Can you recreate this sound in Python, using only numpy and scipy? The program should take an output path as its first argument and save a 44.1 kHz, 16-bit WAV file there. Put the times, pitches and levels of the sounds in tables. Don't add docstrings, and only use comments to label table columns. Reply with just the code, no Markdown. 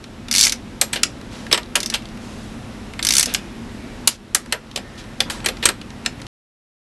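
import sys
import numpy as np
from scipy import signal
from scipy.io import wavfile

SR = 44100
rng = np.random.default_rng(int(sys.argv[2]) if len(sys.argv) > 2 else 0)


def persist_wave(psi):
    counts = np.round(np.clip(psi, -1, 1) * 32767).astype(np.int16)
    wavfile.write(sys.argv[1], SR, np.atleast_2d(counts).T)


def volts_from_decibels(level):
    exponent = np.asarray(level, float) / 20
    return 10 ** exponent


N = 308696

EDGES_HZ = 280 * 2 ** np.arange(0, 5.7, .4)
BANDS_HZ = np.sqrt(EDGES_HZ[1:] * EDGES_HZ[:-1])
BANK = [signal.butter(2, pair, "band", fs=SR, output="sos") for pair in zip(EDGES_HZ, EDGES_HZ[1:])]


def rms_one(x):
    return x / np.sqrt(np.mean(x ** 2) + 1e-20)


def at_hz(points, hz, column=1):
    points = np.array(points)
    return np.interp(np.log(hz), np.log(points[:, 0]), points[:, column])


def add(track, s, sound):
    i = round(s * SR)
    track[i:i + len(sound)] += sound[:N - i]


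def dying(t60):
    t = np.arange(4200) / SR
    return np.exp(-np.log(1000) * t / np.clip(t60, .004, .4)[:, None])


def resonate(x, hz, r, gain=1):
    return signal.lfilter([gain, 0, -gain], [1, -2 * r * np.cos(2 * np.pi * hz / SR), r * r], x)


def blow(colour_db, t60, modes, tail_db):
    fade = dying(t60) + volts_from_decibels(tail_db) * dying(3.7 * t60) + 0.46 * dying(0.16 * t60)
    t = np.arange(fade.shape[1]) / SR
    fade *= np.minimum(t * BANDS_HZ[:, None] / 3.6 + 0.24, 1)
    uneven_db = colour_db + 0.97 * rng.standard_normal(len(BANK))
    noise = rng.standard_normal(fade.shape) * fade * volts_from_decibels(uneven_db)[:, None]
    crowd = sum(signal.sosfilt(band, n) for band, n in zip(BANK, noise))

    hz, db, ring_s = np.transpose(modes)
    phase = 2 * np.pi * hz[:, None] * t
    split = .005 * rng.uniform(.3, 1, (len(hz), 1))
    pair = np.sin(phase) * np.cos(phase * split + 0.6)
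    level = volts_from_decibels(db + 3.5 * rng.standard_normal(len(hz))) * rng.choice([-1, 1], len(hz))
    hit = crowd + level @ (dying(ring_s) * pair)
    return hit / np.abs(hit).max()


# (frequency [Hz], level [dB], t60 [s])
PAWL = [(2250, -8, 0.023), (3600, -6, 0.022), (4500, -3.5, 0.025), (5540, -6, .024), (6010, -3.5, 0.055),
        (8000, -8.5, .02), (11300, -14.5, .02)]
# (time [s], peak [dB], strongest ring [Hz])
SWINGS = [(0.3122, -2.5, 5020), (0.3264, -1.5, 5450), (0.3387, -3.5, 4600), (0.35, 0, 4440),
          (0.3604, 0, 4360), (0.3704, -0.5, 5320), (0.3815, 3.5, 5570), (0.3914, 1.5, 6200),
          (0.4005, -0.5, 5750), (0.41, 7, 5700), (0.4205, -1.5, 5540), (0.4286, 3, 5940),
          (0.4363, 4.5, 5960), (0.4434, -1, 5540), (0.4504, 1.5, 5370), (0.4578, 0, 6400),
          (0.4679, -0.5, 2250), (0.4793, -2.5, 6300), (0.4953, -1.5, 4600), (0.5219, -3, 4720),
          (1.803, -8.5, 4700), (1.8303, -8, 4750), (1.86, -8, 5120), (1.8997, -9, 5340),
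                (3.027, -6, 4130), (3.049, -3.5, 4500), (3.0682, -3, 4720), (3.0876, 1.5, 4030),
                (3.1063, -1, 5000), (3.1223, -4.5, 5300), (3.137, 0, 8000), (3.152, -1, 7400),
                (3.167, 0.5, 8100), (3.1816, 3, 8100), (3.1955, 2, 8400), (3.2084, -3, 5130),
                (3.228, -3, 7900), (3.258, -7, 4840)]
TOOTH_TOP_DB, TOOTH_BOTTOM_DB, THINS_DB_PER_DB = -17.5, -17, 1.3


def ratchet():
    out = np.zeros(N)
    for s, db, ring_hz in SWINGS:
        bottom_db = TOOTH_BOTTOM_DB - THINS_DB_PER_DB * (db + 2.5) * (s < 1)
        top_db = TOOTH_TOP_DB + 9.0 + 2.5 * (s > 2)
        colour = at_hz([(400, bottom_db - 14.5), (1300, bottom_db + 3.5), (2200, bottom_db + 10.5),
                        (3500, -5.0), (5500, -2.5), (10000, top_db)], BANDS_HZ)
        colour += 5.8 * np.exp(-(np.log2(BANDS_HZ / ring_hz) / 0.23) ** 2)
        modes = np.r_[np.array(PAWL) - [0, 8, 0], [(ring_hz, -8, .02)]]
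        add(out, s, volts_from_decibels(db) * blow(colour, 0.03 * (BANDS_HZ / 5000) ** -.2, modes, tail_db=-15.5))
    return out


# (time [s], peak [dB], bottom [dB], top [dB], ring time [s])
KNOCKS = [(0.8128, 6, -16.5, -3.5, 0.048), (0.9309, -8, -15, -9.5, 0.062),
          (0.9576, -10.5, -18.5, -20, 0.09), (1.0315, -7.5, -27.5, -9, 0.033),
          (1.5271, 5.5, -31, -19, 0.027), (1.5434, -5.5, -11.5, -19.5, 0.063),
          (1.5755, -6, -13, -17.5, 0.04), (1.7549, 2, -11, -6, 0.051), (1.9389, -6, -27.5, -16, 0.054),
          (1.945, -13, -25.5, -16.5, 0.053), (1.9528, -12, -21.5, -16, 0.029),
          (2.9919, -12.5, -20.5, -38, 0.017), (3.339, -4, -25, 0, 0.024), (3.3454, -19.5, -20.5, 5, 0.035),
          (3.3605, -22.5, -22, -6.5, 0.021),
          (4.074, 10, -29, -1, 0.023), (4.3473, 8, -12.5, 0, 0.038), (4.5235, 1, -16.5, -12.5, 0.034),
                (4.7596, -7.5, -26, -12.5, 0.04), (4.7741, -13.5, -15.5, -17, 0.048),
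                (5.2037, -4.5, -20, -16, 0.036), (5.2991, -12, -6.5, -15.5, 0.04),
                (5.3034, -15, -21.5, -6.5, 0.15), (5.46, -3, -11, -9.5, 0.039),
                (5.486, -8, -20.5, -14, 0.034), (5.6263, -9, -17.5, -23.5, 0.075),
                (5.6367, -11, -16.5, -22, 0.04), (5.6559, 5.5, -24.5, -14, 0.015),
                (5.6605, -3, -12, -10.5, 0.046), (5.6883, -4.5, -8, -10, 0.037),
                (6.0605, -12.5, -33, -26, 0.021)]
# (frequency [Hz], level [dB], t60 [s])
SOCKET = [(8110, 8, 0.029), (11100, -19, .04), (11520, -8, 0.11), (7400, 1.5, 0.065)]
SOCKET_DB, SOCKET_PER_TOP, SOCKET_PER_BOTTOM = -12, 0.3, 0.4


def knocks():
    out = np.zeros(N)
    for s, db, bottom_db, top_db, ring_s in KNOCKS:
        ring_db = SOCKET_DB + SOCKET_PER_TOP * top_db + SOCKET_PER_BOTTOM * bottom_db
        colour = at_hz([(400, bottom_db - 2.5), (1200, bottom_db + 8.5), (3500, 0.014),
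                        (6500, top_db + 3), (9000, top_db), (12000, top_db + 1.0)], BANDS_HZ)
        modes = np.array(SOCKET) + [0, ring_db + 1.5, 0]
        add(out, s, volts_from_decibels(db) * blow(colour, ring_s * (BANDS_HZ / 4000) ** -.25, modes, tail_db=-21.5))
    return out


# (time [s], peak [dB])
LOOSE = [
    (0.8135, -3),
    (0.9315, -20.5),
    (1.7543, -20.5),
    (4.5238, -28),
    (4.3478, -25),
    (5.6545, -9),
]


def loose_socket():
    out, flat = np.zeros(N), np.zeros(len(BANK))
    for s, db in LOOSE:
        add(out, s, volts_from_decibels(db) * blow(flat - 30, flat + .02, np.array(SOCKET) * [1, 1.8, 1.6], tail_db=-31))
    return out


# (time [s], peak [dB], pitch [Hz])
THUDS = [(0.815, -18.5, 549), (0.958, -26, 538), (1.53, -22, 425.5), (1.576, -25.5, 636),
         (1.758, -22.5, 422), (1.943, -27.5, 615), (4.524, -22, 550), (4.54, -22, 432), (4.759, -26.5, 489),
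         (4.348, -30, 379), (4.774, -28, 531), (5.203, -21.5, 537), (5.46, -25, 450), (3.27, -31.5, 474),
         (5.489, -25, 520), (5.63, -29, 421), (5.653, -22.5, 411), (5.687, -29.5, 395)]
# (time [s], peak [dB], pitch [Hz])
PIPES = [
    (1.528, -17, 1163),
    (1.753, -13.5, 1405),
    (4.074, -16, 1077),
    (4.347, -14, 1365),
    (4.525, -11, 1292),
    (5.655, -10.5, 1161),
]


def thuds():
    out, t = np.zeros(N), np.arange(4200) / SR
    for s, db, hz in THUDS + PIPES:
        modes = hz * np.array([1, 0.83, 1.17, 1.38, 1.5, 2.3])[:, None]
        ring = np.sin(2 * np.pi * (modes * t + rng.random((6, 1))))
        ring *= [[.9], [.45], [.55], [.55], [.45], [.4]]
        swell = np.minimum(t / 0.0018, 1)
        add(out, s, volts_from_decibels(db + 3) * ring.sum(0) * dying(np.array([30 / hz]))[0] * swell)
    return out


# (time [s], peak [dB], strongest ring [Hz])
TICKS = [(0.0403, -20.5, 3200), (0.2838, -18, 3800), (1.2126, -27, 2000), (1.4656, -23, 2150),
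         (1.6312, -24, 3770), (1.6586, -30, 3940), (2.0213, -30, 2780), (2.0547, -25, 3700),
         (2.0874, -30, 4440), (2.173, -32.5, 2000), (2.9357, -24.5, 2380), (4.4593, -22.5, 2120),
         (4.5144, -30, 3730), (4.6698, -35.5, 3900), (4.7127, -22, 3650), (4.9554, -36, 2220),
         (5.0394, -31, 3540), (5.4016, -25.5, 2900), (5.5692, -26, 2487), (5.8137, -21, 3130),
         (5.9035, -26.5, 3600), (6.2008, -29, 2160), (6.2163, -26, 3740), (6.2662, -23.5, 3600)]
# (time [s], peak [dB], strongest ring [Hz])
CLANGS = [
    (1.0331, 4.5, 5650),
    (1.5269, 4.5, 5390),
    (1.9433, -6.5, 3240),
    (3.3467, -0.5, 5530),
    (4.5252, -22, 3840),
    (4.7606, -7, 5250),
    (5.2039, 1, 3410),
    (5.6545, 2, 7400),
    (6.0608, -3, 4227),
]
FALL_DB, FALL_STEEPENS_DB = 15.5, 8


def ticks():
    out = np.zeros(N)
    for s, db, ring_hz in TICKS + CLANGS:
        fall_db = FALL_DB + FALL_STEEPENS_DB * np.log2(ring_hz / 4000)
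        octaves = np.log2(BANDS_HZ / ring_hz)
        colour = 4.7 * np.minimum(octaves, 0) - fall_db * np.maximum(octaves, 0)
        t60 = np.full(len(BANK), 0.021)
        add(out, s, volts_from_decibels(db) * blow(colour, t60, [(ring_hz, -15, .018)], tail_db=-29.5))
    return out


# (start [s], length [s], level [dB], brightest [Hz], singing [dB])
SLIDES = [(1.311, 0.22, -32.5, 4500, -24.5), (1.5125, .015, -5.5, 3000, -18.5), (1.533, 0.04, -22, 1500, 2),
          (1.922, 0.031, -20, 2500, -23), (0.927, .022, -34, 3003, 13.5), (5.33, 0.11, -31, 4500, -16),
          (5.443, .018, -15, 2500, -15), (5.481, 0.023, -22.5, 3000, -12.5),
          (5.63, .03, -21.5, 2500, -11.5), (5.687, 0.038, -24.5, 2500, -23.5),
          (6.049, .016, -23.5, 2994, -15.5)]
# (start [s], length [s], level [dB],
# brightest [Hz], singing [dB])
RUBS = [(1.3, 0.29, -31.5, 1210, -22), (2.2, 0.51, -41, 6100, -20), (3.36, .2, -38, 2530, -8),
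        (3.272, 0.13, -22, 3430, -13.5), (3.785, .25, -49, 2300, 3), (.445, .065, -24.5, 2284, 2),
        (4.078, 0.091, -17.5, 5000, -23.5), (4.53, .06, -16, 1610, -14), (4.78, 0.63, -37.5, 1782, -12),
        (4.976, .06, -27.5, 4240, -25.5), (5.25, 0.32, -24, 1200, -19.5)]


def slides():
    out, r = np.zeros(N), np.exp(-np.pi * 90 / SR)
    strokes = [(*row, SOCKET[0][0]) for row in SLIDES] + [(*row, row[3]) for row in RUBS]
    for s, length, db, bright_hz, sing_db, hz in strokes:
        t = np.arange(16000) / SR / length
        stroke = np.sqrt(np.sin(np.pi * np.minimum(t, 1) ** .6)) * (t < 1) * np.exp(-1.2 * t)
        grit = rng.standard_normal(len(t)) * volts_from_decibels(1.5 * rng.exponential(1, len(t))) * stroke
        grit = grit[:int(length * SR) + 999]
        octaves = np.log2(BANDS_HZ / bright_hz)
        gains = volts_from_decibels(3.0 * np.minimum(octaves, 0) - 13 * np.maximum(octaves, 0) - 3)
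        gains = gains * (-1) ** np.arange(len(BANK))
        rasp = sum(gain * signal.sosfilt(band, grit) for gain, band in zip(gains, BANK))
        sing = resonate(grit, hz, r, 1 - r)
        add(out, s, volts_from_decibels(db) * (rasp + volts_from_decibels(sing_db + 17.0) * sing))
    return out


# (frequency [Hz], t60 [s], level [dB])
WALLS = [(278, 0.17, -0.5), (756, 0.078, -2), (1500, 0.16, -10), (3300, 0.21, -21), (6810, 0.13, -13),
         (11000, 0.0809, -31.5)]


def workshop(x):
    t, tail = np.arange(12000) / SR, 0
    for hz, t60, db in WALLS:
        sos = signal.butter(2, [hz / 1.51, hz * 1.65], "band", fs=SR, output="sos")
        band = signal.sosfilt(sos, rng.standard_normal(len(t)))
        fade = np.exp(-np.log(1000) * t / t60) * np.minimum(t / .004, 1)
        tail = tail + volts_from_decibels(db - 24.0) * band * fade
    return signal.fftconvolve(x, tail)[:N]


def drift(rate):
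    r = np.exp(-80 * np.pi * rate / SR)
    slow = signal.lfilter([1], [1, -2 * r, r * r], rng.standard_normal(N // 40 + 2002))[2000:]
    return np.interp(np.arange(N) / 40, np.arange(len(slow)), rms_one(slow))


def coloured(spectrum, patchy_db):
    edges, white, out = 16 * 2 ** np.arange(0, 10.1, .5), rng.standard_normal((2, N)), 0
    for k, (low, high) in enumerate(zip(edges, edges[1:])):
        band = signal.sosfilt(signal.butter(2, [low, high], "band", fs=SR, output="sos"), white[k % 2])
        level_db = at_hz(spectrum, np.sqrt(low * high)) + patchy_db * drift(2.6)
        out = out + volts_from_decibels(level_db) * band
    return rms_one(out)


# (frequency [Hz], level [dB per Hz])
RUMBLE = [(12, -30), (20, -15.5), (70, -5.5), (112, 2.5), (173, -6.5), (226, 0.5), (369, -6.5), (497, -19),
          (560, -23.5), (612, -25), (700, -19), (910, -54.5), (1540, -120)]
# (frequency [Hz], level [dB per Hz])
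HISS = [(290, -31), (500, -3), (745, -7), (807, -6.5), (2310, -12), (3440, -15), (8160, -25),
        (12000, -30.5), (15600, -53), (22000, -120)]
# (frequency [Hz], width [Hz], level [dB])
DUCT = [(41.8, 24, -4), (106, 18, -19.5), (204.3, 2.7, -10), (225.7, 9.4, -6), (240.3, 17, -5.5),
        (404, 9.5, -16), (512, 13, -18)]
RUMBLE_DB, HISS_DB = -37, -42


def ventilation():
    duct = 0
    for hz, width, db in DUCT:
        hum = resonate(rng.standard_normal(N), hz, np.exp(-np.pi * width / SR))
        duct = duct + volts_from_decibels(db) * rms_one(hum)
    rumble = volts_from_decibels(-0.5) * coloured(RUMBLE, patchy_db=1.0) + duct
    hiss = coloured(HISS[:-2], patchy_db=0.54)
    return volts_from_decibels(RUMBLE_DB) * rumble + volts_from_decibels(HISS_DB) * hiss


def scene():
    steel = ratchet() + knocks() + loose_socket() + thuds() + ticks() + slides()
    return (steel + workshop(steel) + ventilation())[None]


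# (time [s], depth [dB], recovery [s])
DUCKS = [
    (-.1, -5, 0.55),
    (.4, -1.5, 0.9),
    (1.55, -3.5, 0.22),
    (1.78, -0.5, 0.091),
    (4.09, -9.5, 0.46),
    (4.36, -3, .05),
    (4.54, -4, 0.24),
    (5.7, -2.5, 0.53),
]
DUCK_ATTACK_S = .015


def gain_control():
    s, depth_db, recovery_s = np.transpose(DUCKS)[:, :, None]
    since = np.maximum(np.arange(N) / SR - s, 0)
    duck_db = depth_db * (1 - np.exp(-since / DUCK_ATTACK_S)) * np.exp(-since / recovery_s)
    return volts_from_decibels(duck_db.sum(0))


def roll_off(x):
    return signal.sosfilt(signal.butter(12, 12470, fs=SR, output="sos"), x)


CUTOFF_HZ, STOP_S = 13300, 6.2695


def record(dry):
    overloaded = np.clip(dry * gain_control(), -1.1, 1.1)
    cut = signal.sosfilt(signal.cheby2(10, 50, CUTOFF_HZ, fs=SR, output="sos"), overloaded)
    running = np.clip((STOP_S - np.arange(N) / SR) / 0.00091, 0, 1)
    return roll_off(np.clip(cut * running, -1, 1))


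dry = scene()
out = record(dry)
persist_wave(out)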